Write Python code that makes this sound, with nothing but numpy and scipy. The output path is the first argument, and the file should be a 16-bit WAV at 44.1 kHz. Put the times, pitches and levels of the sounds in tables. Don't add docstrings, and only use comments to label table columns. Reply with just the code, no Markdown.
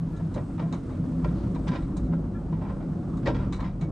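import sys
import numpy as np
from scipy import signal
from scipy.fft import rfft, irfft, next_fast_len
from scipy.io import wavfile
from scipy.ndimage import uniform_filter1d

SR = 44100
rng = np.random.default_rng(int(sys.argv[2]) if len(sys.argv) > 2 else 0)


def put_to_file(sound):
    columns = np.atleast_2d(sound).T
    safe = np.clip(columns, -1, 1)
    whole_steps = np.round(safe * 32767)
    wavfile.write(sys.argv[1], SR, whole_steps.astype(np.int16))


def level_to_linear(level):
    exponent = np.asarray(level, float) / 20
    return 10 ** exponent


N = 172431


def evened(x):
    return x / np.sqrt(np.mean(x ** 2) + 1e-20)


def curve(table, axis):
    rows = np.array(table)
    return np.interp(np.arange(N) / SR, rows[:, 0], rows[:, axis])


def add(mix, start_s, sound):
    at = round(start_s * SR)
    part = mix[max(at, 0):][:len(sound) + min(at, 0)]
    part += sound[max(-at, 0):][:len(part)]


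def colour(x, spectrum, tilt_db=0.):
    size = next_fast_len(len(x) + 4096)
    hz = np.fft.rfftfreq(size, 1 / SR)
    table_hz, table_db = np.transpose(spectrum)
    db = np.interp(np.log(hz + 1), np.log(table_hz + 1), table_db)
    db += tilt_db * np.log2(hz / 1000 + 1e-3)
    low_cut = np.minimum(hz / spectrum[0][0], 1) ** 4
    return irfft(rfft(x, size) * level_to_linear(db) * low_cut, size)[:len(x)]


def ring(x, hz, width_hz):
    r = np.exp(-np.pi * width_hz / SR)
    poles = [1, -2 * r * np.cos(2 * np.pi * hz / SR), r * r]
    return signal.lfilter([(1 - r * r) / 2, 0, (r * r - 1) / 2], poles, x)


def lumps(size):
    smooth = uniform_filter1d(rng.standard_normal(N), size)
    return evened(uniform_filter1d(smooth, size))


# (time [s], low sway level [dB], rolling level [dB])
WHEEL_EFFORT = [(0, -36, -40), (.35, -37.5, -36.5), (.8, -42, -34), (1.25, -41, -31), (1.6, -35, -29.5),
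                (1.85, -31.5, -34.5), (2.1, -32.5, -30.5), (2.35, -36.5, -34), (2.7, -33.5, -35),
                (3.0, -42, -32), (3.3, -32, -29.5), (3.5, -34, -33.5), (3.75, -32, -40), (3.91, -36, -30)]
SWAY_MEAN_DB, ROLL_MEAN_DB = -39, -35
# (frequency [Hz], width [Hz], level [dB])
FRAME_MODES = [(34.4, 12, -47.5), (52.15, 10.7, -41.5), (97, 7.6, -41.5), (132.3, 23, -41),
               (164, 16.7, -39.5), (190, 11.2, -41.5), (220.5, 35.3, -44), (262.7, 19.7, -43),
               (316.3, 17.6, -46.5), (350, 33.5, -51), (473.7, 48, -55.5), (566.3, 25, -58.5),
               (714.5, 17, -63), (980, 18, -75)]


def frame():
    sway_db = curve(WHEEL_EFFORT, axis=1) - SWAY_MEAN_DB
    roll_db = 0.92 * (curve(WHEEL_EFFORT, axis=2) - ROLL_MEAN_DB)
    out = np.zeros(N)
    for hz, width_hz, db in FRAME_MODES:
        driven = ring(rng.standard_normal(N), hz, width_hz)
        mode = evened(ring(driven, hz, 3 * width_hz))
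        effort_db = sway_db if hz < 70 else roll_db * min(hz / 200, 1) ** 2
        out += mode * level_to_linear(db + effort_db)
    return out


# (peak time [s], level [dB], frequency [Hz], half length [s])
JOINT_BOOMS = [(.03, -28.5, 164, 0.088), (.25, -27, 162.8, 0.057), (.65, -30.5, 164, 0.15),
               (0.925, -40, 97, 0.027), (1.02, -27.5, 164, 0.078), (1.19, -27.5, 164, 0.14),
               (1.5, -34.5, 190, 0.11), (1.7, -25, 168, 0.032), (2.15, -29.5, 166.6, 0.092),
               (2.53, -28, 164, 0.14), (2.89, -31, 154.6, 0.056), (3.34, -31, 131.4, 0.23),
               (3.4, -35, 167.9, 0.34), (3.5, -35.5, 187, 0.073), (3.84, -26.5, 158, 0.032),
               (0.503, -37, 272.5, 0.064), (1.001, -37, 254.6, 0.19), (1.215, -33.5, 254, 0.14),
               (1.705, -35.5, 246.7, 0.062), (2.05, -35.5, 252.5, 0.2), (1.945, -35.5, 298.3, 0.082),
               (1.322, -32, 56.5, 0.33), (1.453, -38.5, 91, 0.1), (2.6, -34, 97, 0.17)]


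def booms():
    out = np.zeros(N)
    for peak_s, db, hz, length_s in JOINT_BOOMS:
        t = np.arange(-length_s, length_s, 1 / SR)
        tone = np.sin(2 * np.pi * (hz * t + rng.random()))
        add(out, peak_s - length_s, level_to_linear(db) * np.sqrt(2) * np.hanning(len(t)) * tone)
    return out


# (frequency [Hz], density [dB per Hz])
RAIL_SPECTRUM = [(15, -29), (25, -10), (171, 7), (325, -6), (425, -13), (1320, -23), (2090, -46.5),
                 (3500, -62), (4550, -93), (7700, -120)]


def rails(jolts):
    rail_db, patch_db = -36.5, 2.
    level_db = rail_db + .5 * (curve(WHEEL_EFFORT, axis=2) - ROLL_MEAN_DB) + 1.49 * jolts
    z = signal.stft(colour(rng.standard_normal(N), RAIL_SPECTRUM), nperseg=1024)[2]
    patches = uniform_filter1d(rng.standard_normal(z.shape), size=6, axis=0)
    patches = evened(uniform_filter1d(patches, size=6, axis=1))
    rolling = signal.istft(z * level_to_linear(patch_db * patches), nperseg=1024)[1][:N]
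    return evened(rolling) * level_to_linear(level_db)


def blow(db, t60, rise_s, spectrum, tilt_db, modes):
    t = np.arange(12288) / SR
    grit_db = 2.06 * evened(uniform_filter1d(rng.standard_normal(len(t)), size=90))
    grit = rng.standard_normal(len(t)) * level_to_linear(grit_db)
    envelope = (1 - np.exp(-t / rise_s)) * level_to_linear(-60 * (t / t60) ** 1.186)
    burst = evened(colour(grit, spectrum, tilt_db)) * envelope
    rung = np.zeros(len(t))
    for hz, mode_db, ring_s in modes:
        level_chance, pitch_chance = rng.standard_normal(2)
        width_hz = 2.2 / min(ring_s, .13)
        rung += level_to_linear(mode_db + 1.5 * level_chance) * ring(burst, hz * (1 + 0.007 * pitch_chance), width_hz)
    return level_to_linear(db - 5.5) * (burst + rung)


# (time [s], level [dB], treble tilt [dB per octave], t60 [s])
ROD_CLANKS = [(0.163, -55, 3.5, 0.084), (0.3403, -47.5, 1, 0.1), (0.7241, -38, -3, 0.11),
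              (0.893, -43.5, -8.5, 0.2), (1.546, -43.5, -3.5, 0.076), (1.7425, -43, -3, 0.031),
              (1.8199, -45.5, -6, 0.12), (1.9677, -47.5, 6, 0.079), (2.0367, -62.5, 3, 0.18),
              (3.17, -57.5, 3.5, 0.091), (3.5236, -39, -1.5, 0.15), (3.6014, -34, -6.5, 0.1),
              (3.81, -40.5, -3.5, 0.12), (1.76, -53, -2, 0.097), (3.645, -51, -12, 0.12)]
# (frequency [Hz], level over the burst [dB], t60 [s])
ROD_MODES = [(1194, 7.5, 0.03), (2030, 9.5, 0.15), (2240, 13.5, 0.16), (3710, 14, 0.062), (4000, 13, 0.018),
             (5850, 3, 0.046), (6560, 6, 0.024), (7540, -4.5, 0.038)]
# (frequency [Hz], density [dB per Hz])
CLANK_SPECTRUM = [(600, -5.5), (1200, -3.5), (2000, -8.5), (2900, -11.5), (3900, -14), (7800, -13.5),
                  (9500, -21), (11000, -60)]


def rods():
    out = np.zeros(N)
    for s, db, tilt_db, t60 in ROD_CLANKS:
        add(out, s, blow(db, t60, .001, CLANK_SPECTRUM, tilt_db, ROD_MODES))
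    return out


# (time [s], level [dB],
# treble tilt [dB per octave], pitch of the struck part [Hz], t60 [s])
IRON_KNOCKS = [(.195, -33.5, -3.5, 1320, 0.13), (.343, -35, -3.5, 970, 0.15),
               (0.358, -27, -4, 610, 0.19), (.374, -30.5, -1, 1370, 0.052), (0.578, -36, 0.5, 1270, .1),
               (.593, -30, 0.5, 1154, 0.11), (.612, -36, -3, 684, 0.37), (0.729, -29.5, -3, 1090, 0.13),
               (.94, -44, -2, 585, 0.24), (1.243, -29, 2, 2400, 0.06), (1.256, -16.5, -9, 936, 0.054),
               (1.279, -42.5, 2.5, 1540, 0.11), (1.295, -40.5, -4.5, 1050, 0.15),
               (1.559, -29.5, -1, 970, 0.044), (1.669, -35, 2.5, 906, 0.083),
               (1.677, -29, 5.5, 1590, 0.069), (1.688, -32.5, 0.5, 1590, 0.074),
               (1.712, -38, 3, 1000, 0.3), (1.728, -32, 1.5, 1590, 0.11), (1.75, -28.5, 1.5, 2450, 0.1),
               (1.885, -34, -3.5, 2170, 0.041), (1.964, -28.5, -4.5, 1016, .09),
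               (2.123, -28.5, -3.5, 1360, 0.066), (2.133, -24.5, -4, 1414, 0.046),
               (2.522, -37, -1.5, 1000, 0.18), (2.61, -36.5, -2, 900, 0.35),
               (2.649, -42.5, -0.5, 980, 0.3), (2.681, -39, 0.5, 1730, 0.094),
               (2.695, -31.5, -2, 1060, 0.12), (2.761, -36, -7.5, 607, 0.3),
               (2.802, -37.5, -3.5, 1430, 0.25),
               (3.229, -42, 1.5, 611, .1), (3.257, -26, 3, 1910, 0.1), (3.265, -22, 0, 565, .14),
                (3.27, -27, 4, 2330, .1), (3.279, -26, 1, 958, .12), (3.294, -27, -3, 468, 0.14),
                (3.343, -36, 3, 3300, 0.23), (3.388, -34.5, -1, 1413, 0.27), (3.42, -38, 0, 1400, .2),
                (3.588, -33, -2, 1100, 0.12), (3.622, -34, -1, 960, 0.2), (3.64, -38, 3, 2070, .2),
                (3.527, -38, 2, 1900, .12), (3.815, -36, 0, 1300, .1)]
# (frequency [Hz], level over the burst [dB], t60 [s])
IRON_MODES = [(586, -5, 0.035), (900, -3.5, 0.24), (940, 2.5, .1), (1024, 4.5, 0.089), (1360, 5, 0.11),
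              (1590, 7, 0.24), (1917, 6.5, 0.16), (2340, 5, 0.047), (3070, -10, 0.084), (3350, -0.5, 0.09),
              (3760, 5, 0.05), (4720, -4, 0.017), (5200, -1.5, 0.035)]
# (frequency [Hz], density [dB per Hz])
KNOCK_SPECTRUM = [(250, 7.5), (500, 3), (1000, -2.5), (2300, -15), (5000, -28.5), (7500, -42),
                  (9000, -51.5), (11000, -79)]


def coupling():
    out = np.zeros(N)
    for s, db, tilt_db, hz, t60 in IRON_KNOCKS:
        struck_part = (hz, 10, .06)  # Hz, dB, t60 s
        add(out, s, blow(db, t60, .0025, KNOCK_SPECTRUM, tilt_db, IRON_MODES + [struck_part]))
    return out


# (start time [s], length [s], level [dB], slip rate [Hz])
BUFFER_CREAKS = [
    (0.114, .11, -74, 340),
    (2.34, 0.048, -68, 341),
]
# (multiple of slip rate [1], level [dB])
CREAK_HARMONICS = [(3, -27), (4, 17), (5, 16), (7, 0), (10, -7)]


def creaks():
    out = np.zeros(N)
    for s, length_s, db, slip_hz in BUFFER_CREAKS:
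        t = np.arange(0, length_s, 1 / SR)
        tone = np.zeros(len(t))
        for multiple, harmonic_db in CREAK_HARMONICS:
            wobble = 1 + 0.47 * np.sin(2 * np.pi * (45 * t + rng.random()))
            tone += level_to_linear(harmonic_db) * wobble * np.sin(2 * np.pi * multiple * slip_hz * t)
        add(out, s, level_to_linear(db) * np.sqrt(np.hanning(len(t))) * tone)
    return out


def in_yard(iron):
    t60, yard_db = 0.22, -12.5
    t = np.arange(SR // 2) / SR
    taps = rng.standard_normal(len(t)) * (rng.random(len(t)) < .05)
    tail = taps * level_to_linear(-60 * t / t60)
    scatter = signal.oaconvolve(iron, tail / np.linalg.norm(tail))[:N]
    return iron + level_to_linear(yard_db) * scatter


# (time [s], level [dB])
STEAM_PRESSURE = [(0, 4), (1.2, 6), (1.38, 8), (1.6, 6.5), (2.2, 2), (2.75, 3), (3.2, 4.5), (3.9, 0.5)]
# (frequency [Hz], density [dB per Hz])
HISS_SPECTRUM = [(1200, -0.5), (1800, -5.5), (2400, -10), (7000, -18), (8300, -25), (10000, -22.5),
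                 (11000, -30), (12500, -74.5)]
# (start time [s], length [s], level [dB])
GLAND_PUFF = (1.33, .13, -67)
# (frequency [Hz], density [dB per Hz])
PUFF_SPECTRUM = [(2200, -5), (3000, -6), (4300, 6), (5200, -1), (6500, -14), (8300, -10), (10000, -30.5)]


def steam(jolts):
    level_db = curve(STEAM_PRESSURE, axis=1) + 0.52 * jolts
    out = evened(colour(rng.standard_normal(N), HISS_SPECTRUM)) * level_to_linear(-67.5 + level_db)
    whistle_hz, width_hz, whistle_db = 8150, 1400, -82.5
    sung = ring(ring(rng.standard_normal(N), whistle_hz, width_hz), whistle_hz, width_hz)
    out += evened(sung) * level_to_linear(whistle_db + level_db + 2.0 * lumps(size=3000))
    s, length_s, db = GLAND_PUFF
    breath = evened(colour(rng.standard_normal(8192), PUFF_SPECTRUM))[:round(length_s * SR)]
    add(out, s, level_to_linear(db) * np.sqrt(np.hanning(len(breath))) * breath)
    return out


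# (frequency [Hz], density [dB per Hz])
SPRAY_SPECTRUM = [(10000, -18), (10800, 1.5), (11800, -7.5), (12600, -20)]


def spray():
    start_db, fade_db_per_s, gust_db = -87.5, 5.5, 4.5
    level_db = start_db - fade_db_per_s * np.arange(N) / SR + gust_db * lumps(size=1500)
    return evened(colour(rng.standard_normal(N), SPRAY_SPECTRUM)) * level_to_linear(level_db)


# (frequency [Hz], level [dB])
STEREO_WIDTH = [(60, -25), (170, -24), (400, -9.5), (1380, -9), (3940, -7.5), (11200, -7)]


def scene():
    jolts = lumps(size=400)

    def heard():
        bed = frame() + rails(jolts) + steam(jolts) + spray()
        return bed + in_yard(rods() + coupling() + creaks())

    mid = heard()
    side = colour(heard(), STEREO_WIDTH)
    return np.array([mid + side, mid - side]) + booms()


def band_limit(x):
    return signal.sosfilt(signal.butter(12, 12400, fs=SR, output="sos"), x)


def record(dry):
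    limit, close_s = .3, .004
    closing = np.minimum(np.arange(N)[::-1] / (close_s * SR), 1)
    return band_limit(limit * np.tanh(dry / limit) * closing)


dry = scene()
out = record(dry)
put_to_file(out)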